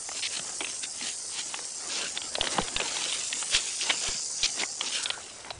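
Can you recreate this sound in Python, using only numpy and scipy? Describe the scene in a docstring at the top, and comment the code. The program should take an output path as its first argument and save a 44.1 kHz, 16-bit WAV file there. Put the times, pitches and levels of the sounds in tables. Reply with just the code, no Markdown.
"""Rattlesnake in brushy woods

A rattlesnake buzzes under a rock slab, its hollow tail segments clashing twice per shake.
Someone steps about close by: leaves rustle, soil crunches, twigs snap, loose stones knock,
stems scrape and a nylon strap or fabric squeaks faintly. The hand-held camera rumbles,
and a few low thumps sound, mostly at loud snaps."""
import sys
import numpy as np
from scipy import signal
from scipy.fft import rfft, irfft, next_fast_len
from scipy.io import wavfile
from scipy.ndimage import uniform_filter1d

SR = 44100
rng = np.random.default_rng(int(sys.argv[2]) if len(sys.argv) > 2 else 0)


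def pcm_store(signal):
    """Save signal as 16-bit PCM."""
    levels = np.round(np.clip(np.atleast_2d(signal), -1, 1) * 32767)
    wavfile.write(sys.argv[1], SR, levels.astype(np.int16).T)


N = 246519
TIME_S = np.arange(N) / SR


def gain_of(db):
    """Decibels to amplitude factor."""
    return 10 ** (np.asarray(db) / 20)


def unit_rms(x):
    """Scale to rms 1."""
    return x / np.sqrt(np.mean(x ** 2) + 1e-20)


def follow(rows):
    """Per-sample curves from (time [s], values...) rows."""
    times_s, *columns = np.transpose(rows)
    return [np.interp(TIME_S, times_s, column) for column in columns]


def add(mix, start_s, sound):
    """Mix a sound in at start_s."""
    part = mix[max(round(start_s * SR), 0):][:len(sound)]
    part += sound[:len(part)]


def band(x, low_hz, high_hz, order=2):
    """Causal band-pass."""
    edges_hz = np.clip([low_hz, max(high_hz, low_hz + 10)], 1, SR / 2 - 1)
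    return signal.sosfilt(signal.butter(order, edges_hz, "band", fs=SR, output="sos"), x)


def ring(x, hz, width_hz):
    """Unity-gain resonance; the centre may move."""
    carrier = np.exp(2j * np.pi * np.cumsum(hz * np.ones(len(x))) / SR)
    pole = np.exp(-np.pi * width_hz / SR)
    return 2 * (carrier * signal.lfilter([1 - pole], [1, -pole], x / carrier + 1e-18)).real


def colour(x, spectrum):
    """Filter by (frequency [Hz], gain [dB]) rows; rms 1."""
    size = next_fast_len(N)
    hz, db = np.transpose(spectrum)
    curve_db = np.interp(np.log(np.fft.rfftfreq(size, 1 / SR) + 1), np.log(hz), db)
    return unit_rms(irfft(rfft(x, size) * gain_of(curve_db), size)[:N])


def wander(rate_hz):
    """Smooth random drift, rolling off at rate_hz; rms 1."""
    size = next_fast_len(N)
    lowpass = np.exp(-(np.fft.rfftfreq(size, 1 / SR) / rate_hz) ** 2)
    return unit_rms(irfft(rfft(rng.standard_normal(size)) * lowpass, size)[:N])


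def grains(per_s, spread_db):
    """Random clicks of either sign, a few much larger than the rest; rms 1."""
    size = gain_of(spread_db * np.minimum(rng.exponential(1, N), 4))
    return unit_rms(size * rng.choice([-1, 1], N) * (rng.random(N) < per_s / SR))


def at_level(x, level_db):
    """Set the rms of the loudest 3 ms."""
    return gain_of(level_db) * x / np.sqrt(uniform_filter1d(x ** 2, size=132).max() + 1e-20)


def stone_reflections(x, depth_db, width_bins):
    """Reflections from nearby stones lift and drop patches of the spectrum; rms 1."""
    spectra = signal.stft(x, SR, nperseg=512)[2]
    patches = uniform_filter1d(rng.standard_normal(spectra.shape), size=width_bins, axis=0)
    patches = uniform_filter1d(patches, size=9, axis=1)
    patches = patches - uniform_filter1d(patches, size=width_bins * 4, axis=0)
    spectra = spectra * gain_of(depth_db * unit_rms(patches))
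    return unit_rms(signal.istft(spectra, SR, nperseg=512)[1][:N])


def rattle(backswing=0.19, clash_width=0.21, chatter=1.0, uneven_db=0.93, reflection_db=2.5):
    """Tail segments clash at both ends of each swing and chatter between; the slab's gap resonates."""
    # rattle as the microphone moves past: (time [s], level [dB], upper over lower ring [dB])
    passing = [(0, -36, -8), (0.8, -36, -5), (2.2, -37.5, -7.5), (2.5, -37, -5), (2.95, -36, -7),
               (3.4, -32.5, -3.5), (3.9, -34.5, -10.5), (4.4, -34, -12.5), (5.05, -39.3, -4.5),
               (5.25, -44.5, -4.5), (5.59, -51.5, -4.5)]
    # tail shaking: (time [s], rate [Hz])
    shake = [(0, 79), (.6, 79.5), (1.7, 77.7), (3.8, 77.4), (4.3, 76), (4.8, 75.4), (5.59, 74)]
    # how squarely the microphone faces the gap: (time [s], share [0-1])
    aim = [(0, .05), (3.4, 0.5), (3.75, 0), (4.25, 0.5), (4.45, 0), (4.7, 1), (5.05, 0.3), (5.59, 0.3)]
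    # ring of the horny segments: (frequency [Hz], gain [dB])
    segment_spectrum = [(1500, -46), (3000, -38), (3950, -23.5), (4450, -7), (5500, -3.5), (6400, -1.8),
                        (7400, 1.5), (8400, 3.5), (9300, 2.5), (10100, -5.5)]
    # resonances of the gap: (centre [Hz], width [Hz], gain [dB])
    gap_modes = [(4900, 330, 6), (6220, 360, 4.5), (7280, 330, 4.5)]
    level_db, tilt_db = follow(passing)
    facing = np.clip(follow(aim)[0], 0, 1)
    shake_hz = follow(shake)[0] * (1 + 0.0326 * wander(13.9))
    swings = 2 * np.cumsum(shake_hz) / SR
    clash = np.exp(-((swings % 1 - 0.5) / clash_width) ** 2) * np.where(swings % 2 < 1, 1, backswing)
    # off the gap's axis, scattered sound fills the pauses between clashes
    force = (chatter + clash * (0.5 + 0.5 * facing)) * gain_of(uneven_db * wander(73))
    flutter = gain_of(0.5 * wander(45))
    clicks = unit_rms(force * flutter * grains(per_s=22000, spread_db=1.7))

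    hz, frame_s, spectra = signal.stft(clicks, SR, nperseg=256)
    ring_hz, ring_db = np.transpose(segment_spectrum)
    shape_db = np.interp(np.log(hz + 1), np.log(ring_hz), ring_db)[:, None]
    tilt = np.tanh((hz - 7500) / 1000) / 2
    shape_db = shape_db + np.outer(tilt, np.interp(frame_s, TIME_S, tilt_db))
    gap_db = sum(db * np.exp(-((hz - centre_hz) / width_hz) ** 2) for centre_hz, width_hz, db in gap_modes)
    shape_db = shape_db + np.outer(gap_db, np.interp(frame_s, TIME_S, facing))
    # reflections from stones shift as tail and microphone move
    patches = uniform_filter1d(rng.standard_normal(spectra.shape), size=36, axis=1)
    patches = uniform_filter1d(patches, size=2, axis=0)
    shape = gain_of(shape_db + reflection_db * unit_rms(patches))
    shape /= np.sqrt((shape[hz > 6000] ** 2).sum(0))  # constant treble power gain
    buzz = signal.istft(spectra * shape, SR, nperseg=256)[1][:N]
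    return gain_of(level_db) * unit_rms(buzz)


def handling():
    """Hand rumble carried by the camera's body."""
    # rumble: (time [s], level [dB])
    levels = [(0, -63.5), (2, -69.5), (2.3, -59.5), (2.9, -63.5), (4.9, -68.5), (5.15, -61), (5.35, -65),
              (5.52, -60), (5.59, -45)]
    # body response: (frequency [Hz], gain [dB])
    spectrum = [(15, 3.0), (35, -0.5), (90, 7.5), (170, -1.0), (500, -25.0), (2000, -77)]
    return gain_of(follow(levels)[0]) * colour(rng.standard_normal(N), spectrum)


def air(level_db=-60.5):
    """Faint, steady hush of the woods."""
    # still air: (frequency [Hz], gain [dB])
    spectrum = [(20, -13), (70, -12), (200, 9.5), (450, 14), (900, 7), (1800, -20), (4000, -14.5),
                (10000, -11)]
    return gain_of(level_db) * colour(rng.standard_normal(N), spectrum)


def footsteps(leaf_floor_db=-53, soil_floor_db=-54, roundness=1.42):
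    """Each step swells and fades: leaves crackle in clumps, soil crunches under the weight."""
    # steps and pushes through brush: (peak time [s], rise [s], fall [s], leaves [dB], soil [dB])
    steps = [(0.192, 0.053, 0.013, -34, -48.5), (0.366, 0.055, 0.029, -33, -45),
             (0.47, 0.055, 0.086, -44.5, -44.5), (0.69, 0.028, 0.067, -40, -52),
             (0.838, 0.011, 0.017, -29.5, -49), (1.07, 0.071, 0.046, -31.5, -48.5),
             (1.388, 0.05, 0.027, -32, -46), (1.56, 0.22, 0.15, -44.5, -52),
             (1.87, 0.094, 0.21, -52, -43.5), (2.02, 0.11, 0.077, -32, -41.5),
             (2.165, 0.013, 0.011, -38, -44), (2.239, .02, 0.056, -43.5, -48.5),
             (2.55, .14, 0.14, -35.5, -35.5), (2.851, 0.093, 0.13, -35, -41),
             (3.07, 0.19, 0.18, -30.5, -45), (3.36, 0.061, 0.27, -39.5, -47.5),
             (3.555, 0.033, 0.032, -22.5, -36), (3.65, 0.076, 0.16, -35, -56.5),
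             (3.901, 0.058, 0.065, -29.5, -38.5), (4.06, 0.052, 0.084, -30, -43),
             (4.45, 0.057, 0.061, -34.5, -50), (4.614, 0.041, 0.025, -31, -36.5),
             (4.83, 0.027, 0.077, -39, -43.5), (4.962, .07, 0.051, -30, -49),
             (5.06, 0.12, 0.38, -44, -50.5), (5.47, 0.12, 0.025, -66, -49)]
    # dry leaves: (frequency [Hz], gain [dB])
    leaf_spectrum = [(500, -45), (1200, -6.5), (1900, -0.5), (2900, 7), (3800, 6), (5200, 3), (6500, 2),
                     (10000, -4)]
    # gritty soil: (frequency [Hz], gain [dB])
    soil_spectrum = [(30, -22.5), (80, -17), (160, -2), (380, 3), (600, 3), (850, 3), (1300, 0.5),
                     (2200, -2.5), (5000, -44)]
    # the brush never quite settles between steps
    leaf_power, soil_power = gain_of(leaf_floor_db) ** 2, gain_of(soil_floor_db) ** 2
    for peak_s, rise_s, fall_s, leaf_db, soil_db in steps:
        width_s = np.where(TIME_S < peak_s, rise_s, fall_s)
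        push = np.exp(-abs((TIME_S - peak_s) / width_s) ** roundness)  # 1 pointed, 2 bell
        leaf_power = leaf_power + (gain_of(leaf_db) * push) ** 2
        soil_power = soil_power + (gain_of(soil_db) * push) ** 2
    crackle = grains(per_s=6000, spread_db=2.4) * gain_of(2.0 * wander(110))
    leaves = stone_reflections(colour(crackle, leaf_spectrum), depth_db=2.5, width_bins=4)
    grit = grains(per_s=2500, spread_db=2.0) * gain_of(2.0 * wander(67))
    soil = stone_reflections(colour(grit, soil_spectrum), depth_db=3.5, width_bins=2)
    return np.sqrt(leaf_power) * leaves + np.sqrt(soil_power) * soil


def twig_snaps(edge_ratio=1.54, splinter=0.25, splinter_s=0.0034, ring_gain=0.85, bounce=0.24):
    """One sharp crack, then splintering fibres; the stick rings and adds a dull body."""
    # breaking twigs: (time [s], level [dB], pitch [Hz], body over ringing wood [dB])
    snaps = [(0.089, -33.5, 1940, 12), (0.116, -34, 2000, 6), (0.394, -31, 2930, -4.5),
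             (0.606, -26, 2370, -5), (0.617, -32, 2300, -4), (0.632, -36, 2370, -5),
             (0.645, -26.5, 2800, -16), (0.669, -32, 2700, -8), (1.011, -33.5, 2200, -6),
             (1.542, -26, 3000, -3.5), (1.59, -35, 1780, 9), (2.174, -23, 3570, -12),
             (2.217, -29.5, 3120, -12), (2.353, -21.5, 3740, -12), (2.41, -17, 3200, -13),
             (2.441, -26, 3000, -3), (2.454, -31, 3030, -25), (2.471, -21.5, 3530, -5.5),
             (2.583, -18.5, 3070, 3.5), (2.617, -29, 3140, -24), (2.683, -28.5, 3470, -7),
             (2.764, -19, 3630, -13), (2.8, -23, 2460, -4), (2.815, -26.5, 2860, -7),
             (2.968, -23.5, 3660, -7.5), (3.125, -24, 3650, -16), (3.328, -22.5, 2880, -22),
             (3.426, -28, 2880, -3), (3.548, -16, 2690, -24), (3.811, -26.5, 2930, -29),
             (3.899, -17.5, 2420, -8.5), (3.905, -21.5, 3360, -5), (4.431, -19.5, 4350, -33),
             (4.634, -23.5, 2100, -3.5), (4.81, -20.5, 3350, -11.5), (5.058, -20, 3650, -16.5),
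             (5.102, -19, 3100, -15.5), (5.447, -37.5, 1950, 1), (5.505, -28.5, 4000, -9.5)]
    out, t = np.zeros(N), np.arange(2400) / SR
    for (start_s, level_db, hz, body_db), fibres in zip(snaps, rng.standard_normal((len(snaps), len(t)))):
        crack = (t == 0) + splinter * fibres * np.exp(-t / splinter_s)
        wood = unit_rms(band(crack, hz / edge_ratio, hz * edge_ratio, order=3))
        wood = unit_rms(wood + ring_gain * unit_rms(ring(wood, hz, width_hz=380)))
        body = gain_of(body_db) * unit_rms(band(crack, 500, 1660))
        snap = band(wood + body, 200, 4150, order=4)  # soft fibres give little treble
        echo_s = rng.uniform(0.0009, 0.0016)  # ground bounce makes it hollow
        echo = bounce * np.roll(snap, round(echo_s * SR))
        add(out, start_s, at_level(snap + echo, level_db))
    return out


def stone_knocks(edge_ratio=1.277, grit=0.12):
    """A heavy, damped blow with grit grinding after it."""
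    # stones and boots: (time [s], level [dB], pitch [Hz], grit decay [s])
    knocks = [(.090, -33.5, 854, .0035), (0.393, -45, 150, 0.0086), (0.609, -36, 374, 0.025),
              (1.019, -43, 270, 0.053), (2.384, -24, 567, 0.00075), (2.428, -28.5, 560, .002),
              (2.5877, -16, 894, 0.0028), (2.589, -25, 350, .0017), (2.589, -26.5, 150, 0.0037),
              (2.6, -28.5, 427, 0.0053), (2.809, -32, 470, 0.014), (4.143, -45, 152, 0.012),
              (5.103, -32, 790, .004), (5.176, -37, 855, 0.0068), (5.506, -33, 770, 0.0043)]
    out, t = np.zeros(N), np.arange(4000) / SR
    for start_s, level_db, hz, decay_s in knocks:
        blow = (t == 0) + grit * rng.standard_normal(len(t)) * np.exp(-t / decay_s)
        add(out, start_s, at_level(band(blow, hz / edge_ratio, hz * edge_ratio), level_db))
    return out


def stem_scrapes(edge_ratio=1.73, swish_db=-12):
    """A stem drags past in a quick run of tiny slips."""
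    # stems and leaves: (time [s], length [s], level [dB], pitch [Hz], swell [0 abrupt - 1 gradual])
    scrapes = [(0.223, 0.053, -31.5, 3180, 0.046), (1.888, 0.12, -36.5, 4070, 0.39),
               (2.506, 0.043, -36, 5340, 0.45), (3.513, 0.085, -32, 3840, 0.71),
               (3.809, 0.038, -33, 3620, 0.28), (3.893, 0.025, -30, 2230, 0.35),
               (4.431, 0.033, -24.5, 3800, 0.11), (4.586, 0.046, -33.5, 3280, 0.49),
               (4.855, 0.039, -35.5, 3850, 0.64), (5.025, 0.022, -32.5, 5700, 0.52)]
    out = np.zeros(N)
    slips = grains(per_s=12000, spread_db=1.2) * gain_of(1.7 * wander(400))
    for start_s, length_s, level_db, hz, swell in scrapes:
        run = slips[round(start_s * SR):][:round(length_s * SR)]
        run = np.pad(run * signal.windows.tukey(len(run), swell), (0, 200))
        rasp = unit_rms(band(run, hz / edge_ratio, hz * edge_ratio, order=4))
        swish = unit_rms(band(run, 700, 7000, order=1))
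        add(out, start_s, gain_of(level_db) * (rasp + gain_of(swish_db) * swish))
    return out


def rubbing_squeaks(width_hz=240):
    """Faint, narrow squeaks from the uneven slips of a nylon strap or fabric rubbing."""
    # squeaks: (time [s], length [s], level [dB], start pitch [Hz], end pitch [Hz])
    squeaks = [(1.95, 0.15, -43.5, 2680, 2820), (2.005, 0.078, -44, 1570, 1510),
               (4.915, 0.08, -39, 3000, 3120), (4.916, 0.32, -47.5, 1510, 1400)]
    out = np.zeros(N)
    slips = grains(per_s=1500, spread_db=2.2)
    for start_s, length_s, level_db, start_hz, end_hz in squeaks:
        run = slips[round(start_s * SR):][:round(length_s * SR)]
        hz = np.linspace(start_hz, end_hz, len(run))
        tone = ring(ring(run, hz, width_hz), hz, width_hz)
        add(out, start_s, gain_of(level_db) * unit_rms(tone * signal.windows.tukey(len(run), 0.5)))
    return out


def low_thumps(rise_s=0.0007, fall_s=0.01):
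    """Short, one-sided low thumps in the recorder, mostly at loud snaps."""
    # thumps: (time [s], peak [dB])
    thumps = [(2.41, -28.5), (2.615, -31), (2.629, -31), (2.762, -29), (3.547, -30.5), (4.088, -29.5),
              (4.434, -34)]
    out, t = np.zeros(N), np.arange(4000) / SR
    pulse = (1 - np.exp(-(t / rise_s) ** 2)) * np.exp(-t / fall_s)
    for start_s, peak_db in thumps:
        add(out, start_s, gain_of(peak_db) * pulse / pulse.max())
    return out


def scene():
    """Snake, walker and quiet air at one microphone."""
    hush = air()
    walker = footsteps() + twig_snaps() + stone_knocks() + stem_scrapes() + rubbing_squeaks()
    return (rattle() + walker + low_thumps() + handling() + hush)[None]


def record(dry):
    """The small camera rounds off the loudest peaks and limits the band."""
    ceiling, cutoff_hz = 0.7, 10130
    rounded = ceiling * np.tanh(dry / ceiling)
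    lowpass = signal.firwin(801, cutoff_hz, window=("kaiser", 9), fs=SR)
    return signal.oaconvolve(rounded, lowpass[None], "same")


dry = scene()
out = record(dry)
pcm_store(out)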